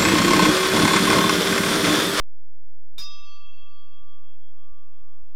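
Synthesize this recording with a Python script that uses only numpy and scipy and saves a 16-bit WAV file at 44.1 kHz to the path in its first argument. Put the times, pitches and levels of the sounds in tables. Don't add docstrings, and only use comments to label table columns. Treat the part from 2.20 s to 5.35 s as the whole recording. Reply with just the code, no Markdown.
import sys
import numpy as np
from scipy import signal
from scipy.fft import rfft, irfft
from scipy.io import wavfile
from scipy.ndimage import uniform_filter1d

SR = 44100
rng = np.random.default_rng(int(sys.argv[2]) if len(sys.argv) > 2 else 0)


def to_wav(sig):
    pcm = np.clip(np.atleast_2d(sig), -1, 1) * 32767
    pcm = np.round(pcm).astype(np.int16)
    wavfile.write(sys.argv[1], SR, pcm.T)


N = 138915

# f/Hz, level/dB, t60/s
BELL_PARTIALS = [ (1174.7, -56.5, 11.37), (2330.5, -74, 3.2), (2667, -58.5, 3.7), (2689.8, -58, 5.62),
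                 (3282.3, -53, 5.72), (3674.9, -34.3, .6), (4507, -54, 2.31), (5002, -29.5, 0.56),
                 (5613, -30.5, .25), (6002, -50.5, 1.21), (6649.8, -41, .27), ]
# distance from the partial f/Hz, level relative to the partial/dB
BEATING_NEIGHBOURS = [
    [(-.36, 0), (.7, -4), (2.42, -8)],
    [(.88, -2), (-3.14, -6)],
    [(-.46, 0), (3.9, -6), (-1.89, -11)],
    [(.39, -5), (-3.09, -11), (-1.69, -11)],
    [(.22, -7), (-6.02, -3.5), (-7.91, -20)],
    [(-2.95, -7), (7.93, 0), (12.7, -6)],
    [(-2.42, 0), (1.11, -4), (-5.23, -1)],
    [(4.61, -7), (-2.59, -6)],
    [(-7.04, -7), (-12.18, -1)],
    [(-3.09, -10), (-5.58, -9), (-13.8, -11)],
    [(14.19, -7), (-5.99, -4)],
]
# f/Hz, relative density/dB per Hz
CLACK_SPECTRUM = [(60, 7), (200, -2), (400, -7), (800, -9.5), (1800, -2), (2350, -2), (2900, -1), (3700, 2),
                  (5400, -0.5), (7500, -7), (12000, -12.5), (15500, -17)]
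# f/Hz, level/dB, t60/s
SHORT_RINGS = [ (1026, -40, 0.1), (1320, -44.5, 0.14), (1800, -49, 0.071), (2344, -33.5, .11),
               (3682, -19.5, 0.069), (6200, -56, .2), (12470, -35.5, 0.067), (5664, -50, .38),
               (6917, -44, .14), (7736, -68, .45), (8899, -67, .5), (10001, -47, .14), (11110, -52, .24),
               (13675, -47, .13), (14280, -50, .13), (15010, -52, .14), ]
# f/Hz, level/dB, t60/s
LECTERN_KNOCK = [(72, -36, .13), (127, -49, 0.12), (210, -44, 0.11), (275, -47.5, 0.11), (579, -53.5, 0.19)]
# f/Hz, t60/s
HALL_DECAY = [(150, 0.23), (700, 0.57), (3000, 0.73), (8000, 0.81), (15000, 0.23)]
# f/Hz, rms level before the waver/dB
LOW_LINES = [(86.1, -68.5), (129.2, -80.5), (172.3, -93.5), (215.3, -97.5)]
# f/Hz, relative density/dB per Hz
HISS_SPECTRUM = [(40, 12), (100, 8), (200, -4.5), (350, -7), (550, -2), (1000, -2.5), (1500, -5),
                 (2200, -5), (4000, -8.5), (7000, -16), (15500, -20)]
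# t/s, level relative to HISS_DB/dB
HISS_CURVE = [(0, -2), (.72, -1), (.9, 1.5), (1.3, 3), (2.2, 2), (3.15, 2)]
# t/s, peak level/dB
BUMP_EVENTS = [(.23, -80.5), (.31, -77), (0.659, -78.5), (0.756, -59.5), (1.48, -80), (1.52, -80),
               (1.73, -76), (2.045, -77), (2.115, -75), (2.42, -74.5), (2.56, -78), (2.641, -74.5),
               (2.96, -74.5)]
# f/Hz, relative density/dB per Hz
BUMP_SPECTRUM = [(50, -6.5), (150, -1.5), (260, 0), (340, -14), (480, -16.5), (1000, -28), (4000, -50),
                 (15000, -35)]
# t/s (middle of the slide), jump/share of full scale
OFFSET_JUMPS = [(.455, 0.0066), (0.756, -0.0037), (1.011, -0.0067), (1.268, 0.011), (1.432, -.008),
                (1.824, 0.01), (2.52, -0.011), (2.824, 0.0084), (3.032, -0.012)]

STRIKE_S = .7808
BLOOM_S = 0.022
CLACK_DB, CLACK_T60_S, CLACK_STOP_S, CLACK_ATTACK_S = -30.5, 0.16, 0.069, 0.0028
HALL_DB = -25
LINE_WAVER, WAVER_S = .15, 0.13
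HISS_DB, HISS_PATCHY_DB = -78, 4.5
BUMP_S = 0.015
OFFSET, JUMP_S = 0.098, 0.015
LIMIT_DB, LIMIT_RELEASE_DB_PER_S, CLIP_DB = -32.5, 164, -29
EDGE_HZ = 15800


def amp(db):
    return 10 ** (np.asarray(db) / 20)


def unit(x):
    return x / np.sqrt(np.mean(x ** 2) + 1e-20)


def read(points, hz):
    f, value = np.transpose(points)
    return np.interp(np.log(hz + 1), np.log(f + 1), value)


def coloured(spectrum):
    bins = rfft(rng.standard_normal(N))
    gain = amp(read(spectrum, np.fft.rfftfreq(N, 1 / SR)))
    return unit(irfft(bins * gain, N))


def since_strike():
    return np.maximum(np.arange(N) / SR - STRIKE_S, 0)


def ring(hz, db, t60):
    t = since_strike()
    return amp(db - 60 * t / t60) * np.sin(2 * np.pi * hz * t)


def bell():
    tone = np.zeros(N)
    for (hz, db, t60), neighbours in zip(BELL_PARTIALS, BEATING_NEIGHBOURS):
        tone += ring(hz, db, t60)
        for apart_hz, relative_db in neighbours:
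            tone += ring(hz + apart_hz, db + relative_db, t60)
    swell = 1 - np.exp(-since_strike() / BLOOM_S)
    return tone * swell


def clack():
    t = since_strike()
    decay = amp(CLACK_DB - 60 * t / CLACK_T60_S)
    stop = 1 / (1 + (t / CLACK_STOP_S) ** 10)
    burst = coloured(CLACK_SPECTRUM) * decay * stop
    rings = sum(ring(*mode) for mode in SHORT_RINGS + LECTERN_KNOCK)
    attack = 1 - np.exp(-t / CLACK_ATTACK_S)
    return (burst + rings) * attack


def hall(x):
    hz, t, bands = signal.stft(rng.standard_normal(SR), SR, nperseg=256)
    decay = amp(-60 * t / read(HALL_DECAY, hz)[:, None])
    tail = signal.istft(bands * decay, SR)[1]
    tail = tail / np.linalg.norm(tail)
    return amp(HALL_DB) * signal.fftconvolve(x, tail)[:N]


def low_lines():
    t = np.arange(N) / SR
    knots = np.arange(64) * WAVER_S
    waver = 1 + LINE_WAVER * np.interp(t, knots, rng.standard_normal(len(knots)))
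    lines = np.zeros(N)
    for hz, db in LOW_LINES:
        phase = rng.random()
        lines += np.sqrt(2) * amp(db) * np.sin(2 * np.pi * (hz * t + phase))
    return waver * lines


def hiss():
    hz, _, bands = signal.stft(rng.standard_normal(N), SR, nperseg=1024)
    patches = uniform_filter1d(rng.standard_normal(bands.shape), size=5, axis=0)
    patches = unit(uniform_filter1d(patches, size=5, axis=1))
    gain = amp(read(HISS_SPECTRUM, hz)[:, None] + HISS_PATCHY_DB * patches)
    noise = signal.istft(bands * gain, SR)[1][:N]
    curve_db = np.interp(np.arange(N) / SR, *np.transpose(HISS_CURVE))
    return unit(noise) * amp(HISS_DB + curve_db)


def bumps():
    t = np.arange(N) / SR
    envelope = sum(amp(db) * np.exp(-((t - s) / BUMP_S) ** 2) for s, db in BUMP_EVENTS)
    return coloured(BUMP_SPECTRUM) * envelope


def offset():
    t = np.arange(N) / SR
    level = np.full(N, OFFSET)
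    for s, jump in OFFSET_JUMPS:
        progress = np.clip((t - s) / JUMP_S, -.5, .5)
        level += jump * (1 + np.sin(np.pi * progress)) / 2
    return level


def scene():
    struck = bell() + clack()
    return (struck + hall(struck) + low_lines() + hiss() + bumps())[None]


def record(dry):
    power_db = 10 * np.log10(abs(uniform_filter1d(dry[0] ** 2, size=180)) + 1e-12)
    fall = np.arange(N) / SR * LIMIT_RELEASE_DB_PER_S
    detected_db = np.maximum.accumulate(power_db + fall) - fall
    over_db = np.maximum(detected_db - LIMIT_DB, 0)
    held = dry[0] / amp(uniform_filter1d(over_db, size=60))
    clipped = amp(CLIP_DB) * np.tanh(held / amp(CLIP_DB))
    out = clipped + offset()
    low_pass = signal.firwin(511, EDGE_HZ, window=("kaiser", 9), fs=SR)
    padded = np.pad(out, len(low_pass) // 2, "edge")
    return signal.oaconvolve(padded, low_pass, "valid")[None]


dry = scene()
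out = record(dry)
to_wav(out)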